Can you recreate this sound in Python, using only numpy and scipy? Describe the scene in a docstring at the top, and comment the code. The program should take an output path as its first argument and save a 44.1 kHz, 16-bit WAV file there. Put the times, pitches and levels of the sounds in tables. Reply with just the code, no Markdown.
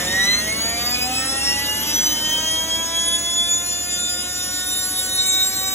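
"""Water jet into a plastic tube

Outdoors, in stereo on a handheld phone. A ten-bladed impeller spins up and drives a jet into a
clear plastic tube: its blade tones rise as a whistle over a chord of shaft orders, while the
water churns and hisses in the tube. Nearby an engine hums at a steady speed."""
import sys
import numpy as np
from scipy import signal
from scipy.fft import rfft, irfft
from scipy.io import wavfile
from scipy.ndimage import uniform_filter1d

SR = 44100
rng = np.random.default_rng(int(sys.argv[2]) if len(sys.argv) > 2 else 0)


def file_out(sig):
    """Save sig as 16-bit WAV at sys.argv[1]."""
    # one column per channel
    cols = np.atleast_2d(sig).T
    # limit, then scale
    lim = np.clip(cols, -1, 1)
    pcm = np.round(lim * 32767).astype(np.int16)
    wavfile.write(sys.argv[1], SR, pcm)


N = 253134
BLADES, REFERENCE_SHAFT_HZ = 10, 310
FADE_RATE_HZ, FADE_DEPTH = 45, .21  # foam fades the blade tones in and out
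HOLLOW_HZ, TOP_HZ = 836, 15650  # centre of the dip in the rush; the phone's upper limit

# impeller speed, levelling off as it spins up: (time [s], shaft rate [Hz])
SHAFT_SPEED = [(0.0, 176.2), (0.3, 200.7), (0.6, 223.2), (0.95, 245.6), (1.3, 266.4), (1.65, 283.8),
               (2.1, 303.8), (2.5, 319.2), (2.9, 331.7), (3.35, 343.0), (3.9, 354.0), (4.5, 363.7),
               (5.1, 372.7), (5.74, 381.5)]
# blade tone and overtones: (multiple of the blade rate, level off resonance [dB])
BLADE_HARMONICS = [(1, -34.5), (2, -19.8), (3, -32), (4, -36), (5, -38), (6, -41), (7, -42), (8, -47)]
# peaks and nodes in the tube, for each main order: (shaft order, frequency [Hz], width [Hz], gain [dB])
TUBE_STANDING_WAVES = [(2, 514, 17, 7), (2, 599, 17, -16), (3, 614, 33, -17), (3, 664, 17, -19),
                       (3, 729, 24, 4), (3, 988, 10, 6), (3, 1068, 50, -15), (3, 1115, 16, -5),
                       (4, 1041, 28, -20), (4, 1154, 18, -15), (4, 1355, 140, -20), (4, 1430, 240, 10),
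                       (5, 1040, 60, -8), (5, 1205, 25, 5), (5, 1252, 35, -13), (5, 1310, 50, 5),
                       (5, 1403, 146, -9), (5, 1898, 223, -14), (6, 1200, 45, 11), (6, 1725, 43, 10),
                       (6, 1870, 15, 8), (6, 2130, 120, -5), (6, 2224, 92, -8), (6, 2262, 57, 16),
                       (7, 1399, 165, -4), (7, 1908, 40, 4), (7, 1992, 204, 6), (7, 2118, 24, -12),
                       (7, 2314, 40, 8), (7, 2460, 36, 7), (7, 2520, 70, 4), (7, 2580, 118, -7),
                       (9, 2690, 90, 6), (9, 3130, 484, -6), (9, 3407, 43, -9), (10, 1806, 24, -13),
                       (10, 1917, 149, 16), (10, 2000, 35, 9), (10, 2115, 49, -20), (10, 2157, 69, 11),
                       (10, 2200, 14, -8), (10, 2250, 28, -6), (10, 2290, 18, -7), (10, 2335, 20, 5),
                       (10, 2403, 52, -20), (10, 2439, 119, 11), (10, 2490, 24, 3), (10, 2535, 18, -6),
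                       (10, 2596, 30, 6), (10, 2631, 31, -7), (10, 2670, 18, -6), (10, 2723, 16, 7),
                       (10, 2742, 8, -13), (10, 2783, 64, 8), (10, 2804, 10, -20), (10, 2843, 19, -13),
                       (10, 2854, 40, 11), (10, 2986, 30, -14), (10, 3044, 11, 5), (10, 3149, 96, 12),
                       (10, 3162, 27, -13), (10, 3212, 11, -5), (10, 3246, 8, -12), (10, 3280, 10, -6),
                       (10, 3310, 24, -20), (10, 3336, 322, 16), (10, 3355, 16, -7), (10, 3397, 17, -12),
                       (10, 3445, 18, 4), (10, 3493, 15, -15), (10, 3532, 16, -14), (10, 3564, 10, 4),
                       (10, 3598, 14, -10), (10, 3615, 7, -9), (10, 3624, 12, 16), (10, 3629, 24, -12),
                       (10, 3677, 20, 10), (10, 3691, 10, -16), (10, 3711, 7, 7), (10, 3720, 6, -14),
                       (10, 3741, 7, 7), (10, 3772, 52, 16), (10, 3783, 14, -15), (11, 3241, 186, 10),
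                       (11, 3878, 54, -10), (11, 4123, 44, 9), (13, 3954, 49, 9), (13, 4370, 505, -9),
                       (14, 3930, 54, 8), (14, 4616, 52, -15), (14, 4995, 136, 9), (15, 4528, 113, 9),
                       (15, 5327, 44, -20), (16, 4531, 116, 10), (16, 5049, 24, 9), (16, 5523, 70, -12),
                       (17, 5022, 83, 12), (17, 6160, 124, -11), (17, 6384, 31, 7), (19, 4554, 1112, 9),
                       (19, 6925, 101, 8), (20, 3592, 144, -20), (20, 3775, 65, -16), (20, 4071, 120, 6),
                       (20, 4240, 131, -20), (20, 4379, 48, -13), (20, 4628, 127, -10), (20, 4771, 32, -10),
                       (20, 4880, 50, 3), (20, 4970, 60, -20), (20, 5000, 42, 12), (20, 5096, 60, -20),
                       (20, 5255, 49, -14), (20, 5411, 54, -14), (20, 5515, 178, 10), (20, 5699, 355, -20),
                       (20, 5717, 19, 12), (20, 6018, 173, 6), (20, 6075, 20, -6), (20, 6158, 43, -19),
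                       (20, 6274, 24, -16), (20, 6477, 313, -10), (20, 6638, 11, -13), (20, 6906, 10, -14),
                       (20, 6932, 34, 10), (20, 6960, 14, -6), (20, 7002, 15, 7), (20, 7168, 96, 15),
                       (20, 7175, 51, -20), (20, 7279, 63, -8), (20, 7374, 1200, -9), (20, 7404, 14, -14),
                       (20, 7465, 10, -9), (20, 7509, 46, 8), (30, 6211, 252, 7), (30, 8123, 131, 5),
                       (30, 8688, 210, 6), (30, 9599, 63, 11), (30, 9890, 346, -12), (30, 10107, 370, 14),
                       (30, 10935, 1657, -9), (30, 11073, 381, 12), (40, 8680, 265, 13),
                       (40, 11915, 191, 5), (40, 14279, 321, -6)]
# other multiples of the shaft rate: (shaft order, level off resonance at the reference speed [dB])
SHAFT_HARMONICS = [(1, -56), (2, -50.0), (3, -40.5), (4, -45.5), (5, -41.5), (6, -48.5), (7, -46.5),
                   (8, -47.0), (9, -41.0), (11, -41.0), (12, -42.0), (13, -38.0), (14, -41.5), (15, -40.5),
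                   (16, -39.0), (17, -40.5), (18, -42.0), (19, -44.0), (21, -43.0), (22, -45.5),
                   (23, -44.5), (24, -45.5), (25, -46.0), (26, -42.0), (27, -48.0), (28, -49.5),
                   (29, -49.5), (31, -53.5), (32, -53.0), (33, -55.0), (34, -52.5), (35, -54.0),
                   (36, -47.0), (37, -54.0), (38, -56.0), (39, -53.0), (41, -58.0), (42, -55.5),
                   (46, -51.0)]
# housing resonances that lift a passing shaft tone: (frequency [Hz], width [Hz], gain [dB])
HOUSING_MODES = [(219, 60, 11), (254, 26, 13), (305, 50, 11), (377, 14, 3), (648, 110, 11), (763, 31, 7.5),
                 (1320, 113, 9.5), (1897, 207, 10.5)]
# strength of the flow: (time [s], level [dB])
FLOW_LEVEL = [(0, 5.5), (.5, 2), (2.15, 2), (3.0, -1.4), (3.7, -3.5), (4.3, -2.5), (5.74, -1.3)]
# rushing water at a flow level of 0 dB: (frequency [Hz], noise density [dB re 1/Hz])
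WATER_SPECTRUM = [(25, -90), (60, -71.5), (150, -73.5), (400, -70), (680, -70.5), (930, -75), (1300, -75),
                  (2400, -75.5), (3300, -72), (4500, -72), (6500, -70.5), (9000, -74), (11000, -77),
                  (13000, -78.5), (15000, -87)]
# how closely the rush follows the flow: (frequency [Hz], slope [dB per dB])
FLOW_SENSITIVITY = [(344, 1.0), (1380, 1), (6900, 1.2)]
# one band of the rush hollows out as the phone moves in: (time [s], gain at the dip's centre [dB])
HOLLOW_GAIN = [(0, -0.5), (2.8, 1), (3.7, -10), (5.1, -36), (5.74, -15)]
# hollow resonances of the tube: (frequency [Hz], width [Hz], level at a flow of 0 dB [dB])
TUBE_MODES = [(213.7, 44, -45.5), (297.5, 25.3, -45), (523.2, 20.4, -48.5)]
# engine lines, drifting in level as the phone moves: (frequency [Hz], start level [dB], end level [dB])
ENGINE_LINES = [(56, -59, -62), (69.3, -41.5, -49), (166.6, -42, -64.5), (174.8, -56, -68.5),
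                (241.7, -45, -66.5), (396, -54, -72), (411, -80, -55)]
# water noise coming back from all around: (frequency [Hz], gain on the water spectrum [dB])
SCATTER = [(40, -13), (70, -10), (110, -16), (500, -3.5), (1300, -2.5), (2400, -1.0), (3600, -45),
           (12000, -64)]
# stereo phase by frequency: (frequency [Hz], lead of left over right [rad])
STEREO_PHASE = [(0, 0), (1300, -.6), (1800, .3), (2150, .7), (2450, 2.3), (3100, 1.05), (3900, 2.05),
                (4300, 2.8), (4950, 3.45), (6400, 6.1), (7200, 6.45), (8400, 9.2), (9400, 9.6),
                (10700, 12.4), (11500, 12.75), (12700, 15.5), (13700, 15.9), (15000, 18.7)]
# stereo balance by frequency: (frequency [Hz], left minus right [dB])
STEREO_BALANCE = [(200, 0), (500, -.5), (1400, 0), (2100, -4), (2700, -1), (3600, 0)]


def undb(db):
    """Decibels to gain."""
    return 10 ** (np.asarray(db) / 20)


def curve(table):
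    """Join (time, value) points by straight lines at every sample."""
    return np.interp(np.arange(N) / SR, *np.transpose(table))


def colour(table, hz):
    """Read (frequency, value) points on a log-frequency axis."""
    points_hz, values = np.transpose(table)
    return np.interp(np.log(np.maximum(hz, 1)), np.log(points_hz), values)


def walk(rate_hz):
    """Random levels held for 1 / rate_hz seconds and smoothed twice; spread 1."""
    hold = max(int(SR / rate_hz), 2)
    held = np.repeat(rng.standard_normal(N // hold + 2), hold)[rng.integers(hold):]
    return uniform_filter1d(uniform_filter1d(held, hold), hold)[:N] / np.sqrt(.55)


def tone(phase, rough, size_noise, phase_noise):
    """A sine of rms 1 whose size and phase waver; rough is the wavering part against the steady one."""
    phase = phase + rng.uniform(0, 2 * np.pi)
    wave = (1 + rough * size_noise) * np.sin(phase) + rough * phase_noise * np.cos(phase)
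    return wave * np.sqrt(2 / (1 + 2 * rough ** 2))


def resonance(hz, width_hz):
    """Noise ringing in one resonance with steep skirts; rms 1."""
    b, a = signal.iirpeak(hz, hz / (1.5 * width_hz), fs=SR)
    ring = signal.lfilter(b, a, signal.lfilter(b, a, rng.standard_normal(N)))
    return ring / ring.std()


def lift_db(resonances, hz):
    """Gain of a tone at hz from a table of bell-shaped peaks and dips."""
    return sum(db / (1 + (2 * (hz - centre) / width) ** 2) for centre, width, db in resonances)


def standing_db(order, shaft_hz):
    """Standing waves in the tube: a rising order swells at a resonance and drops out at a node."""
    waves = [wave[1:] for wave in TUBE_STANDING_WAVES if wave[0] == order]
    return lift_db(waves, order * shaft_hz)


def foam_fading(depth):
    """Gain of a steady path plus one scattered by foam: round swells and short dips; rms 1."""
    scattered = (walk(FADE_RATE_HZ) + 1j * walk(FADE_RATE_HZ)) / np.sqrt(2)
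    return np.abs(1 + depth * scattered) / np.sqrt(1 + depth ** 2)


def turbulence(corner_hz):
    """Random flutter, mostly slower than the corner but with a fast tail; spread 1."""
    flutter = rng.standard_normal(N)
    for hz in (corner_hz, 10 * corner_hz):
        flutter = signal.lfilter([1], [1, -np.exp(-2 * np.pi * hz / SR)], flutter)
    return flutter / flutter.std()


def blade_tones(shaft_hz, shaft_angle):
    """Blades chop the flow into a rising whistle, faded by foam and roughened by turbulence."""
    out = 0
    for harmonic, db in BLADE_HARMONICS:
        order = harmonic * BLADES
        audible = order * shaft_hz < TOP_HZ + 1000
        # higher overtones fade more deeply, are rougher and flicker more
        fade = foam_fading(FADE_DEPTH * harmonic ** .6)
        rough = .09 * harmonic ** 1.4
        flicker_db = (.9 + .2 * harmonic) * walk(70)
        sine = tone(order * shaft_angle, rough, turbulence(corner_hz=26.4), turbulence(corner_hz=22.2))
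        out += audible * undb(db + standing_db(order, shaft_hz) + flicker_db) * fade * sine
    return out


def shaft_tones(shaft_hz, shaft_angle):
    """No two blades are alike, so other shaft orders sound too, sweeping through housing and tube."""
    speed = shaft_hz / REFERENCE_SHAFT_HZ
    speed_db = 19 * np.log10(speed)
    out = 0
    for order, db in SHAFT_HARMONICS:
        # short waves fade faster and more deeply than long ones, most of all early in the spin-up
        fade_hz = 16 + 1.1 * order
        depth = min(.09 * order, .85) / speed
        sine = tone(order * shaft_angle, depth, walk(fade_hz), walk(fade_hz))
        growth_db = min(order / BLADES, 1) * speed_db
        resonance_db = lift_db(HOUSING_MODES, order * shaft_hz) + standing_db(order, shaft_hz)
        out += undb(db + growth_db + resonance_db) * sine
    return out


def water(flow_db, swell_db, flicker_db):
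    """Water rushes in the tube: third-octave bands of noise that surge together and flicker alone."""
    hz = np.fft.rfftfreq(N, 1 / SR)
    spectrum = rfft(rng.standard_normal(N)) * undb(colour(WATER_SPECTRUM, hz)) * np.sqrt(SR / 2)
    edges_hz = 20 * 2 ** (np.arange(31) / 3)
    surge_db = swell_db * walk(12)
    hollow_db = curve(HOLLOW_GAIN)
    out = 0
    for low, high in zip(edges_hz, edges_hz[1:]):
        centre_hz = np.sqrt(low * high)
        band = irfft(spectrum * ((hz >= low) & (hz < high)), N)
        follow_db = colour(FLOW_SENSITIVITY, centre_hz) * flow_db
        dip_db = hollow_db * np.exp(-(np.log(centre_hz / HOLLOW_HZ) / 0.12) ** 2)
        out += band * undb(follow_db + dip_db + surge_db + flicker_db * walk(40))
    return out


def tube(flow_db):
    """The foaming front rings the hollow tube; the lowest resonances follow the churning most."""
    return sum(undb(db + min(230 / hz, 1) * flow_db) * resonance(hz, width_hz)
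               for hz, width_hz, db in TUBE_MODES)


def engine(flow_db):
    """An engine nearby: steady lines over an exhaust drone that rises and falls with the rush."""
    radians_per_hz = 2 * np.pi * np.arange(N) / SR
    out = undb(-48.0 + 0.6 * flow_db) * resonance(hz=103.0, width_hz=16.6)
    for hz, start_db, end_db in ENGINE_LINES:
        line = tone(hz * radians_per_hz, rough=hz / 1200, size_noise=walk(3.64), phase_noise=walk(2.6))
        out += undb(np.linspace(start_db, end_db, N)) * line
    return out


def surroundings(flow_db):
    """Water noise thrown back from all around, dulled and unrelated between left and right."""
    hz = np.fft.rfftfreq(N, 1 / SR)
    gain = undb(colour(WATER_SPECTRUM, hz) + colour(SCATTER, hz))
    noise = irfft(rfft(rng.standard_normal((2, N))) * gain, N)
    return noise * np.sqrt(SR / 2) * undb(flow_db)


def stereo_image(direct):
    """Treble reaches the left ear slightly before the right; the right hears more upper middle."""
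    hz = np.fft.rfftfreq(N, 1 / SR)
    lead = np.interp(hz, *np.transpose(STEREO_PHASE))
    half_db = colour(STEREO_BALANCE, hz) / 2
    left, right = undb(half_db), undb(-half_db) * np.exp(-1j * lead)
    return irfft(rfft(direct) * np.array([left, right]), N)


def scene():
    """Impeller, water, tube and engine in stereo, from where the phone is held."""
    shaft_hz = curve(SHAFT_SPEED) * (1 + 0.00018 * walk(20))  # the uneven load shakes the speed a little
    shaft_angle = 2 * np.pi * np.cumsum(shaft_hz) / SR
    flow_db = curve(FLOW_LEVEL)
    impeller = blade_tones(shaft_hz, shaft_angle) + shaft_tones(shaft_hz, shaft_angle)
    rush = water(flow_db, swell_db=.2, flicker_db=.5)
    direct = impeller + rush + tube(flow_db) + engine(flow_db)
    return stereo_image(direct) + surroundings(flow_db)


def record(dry):
    """The phone cuts the top of the treble steeply."""
    return signal.sosfilt(signal.ellip(10, .1, 80, TOP_HZ, fs=SR, output="sos"), dry)


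dry = scene()
out = record(dry)
file_out(out)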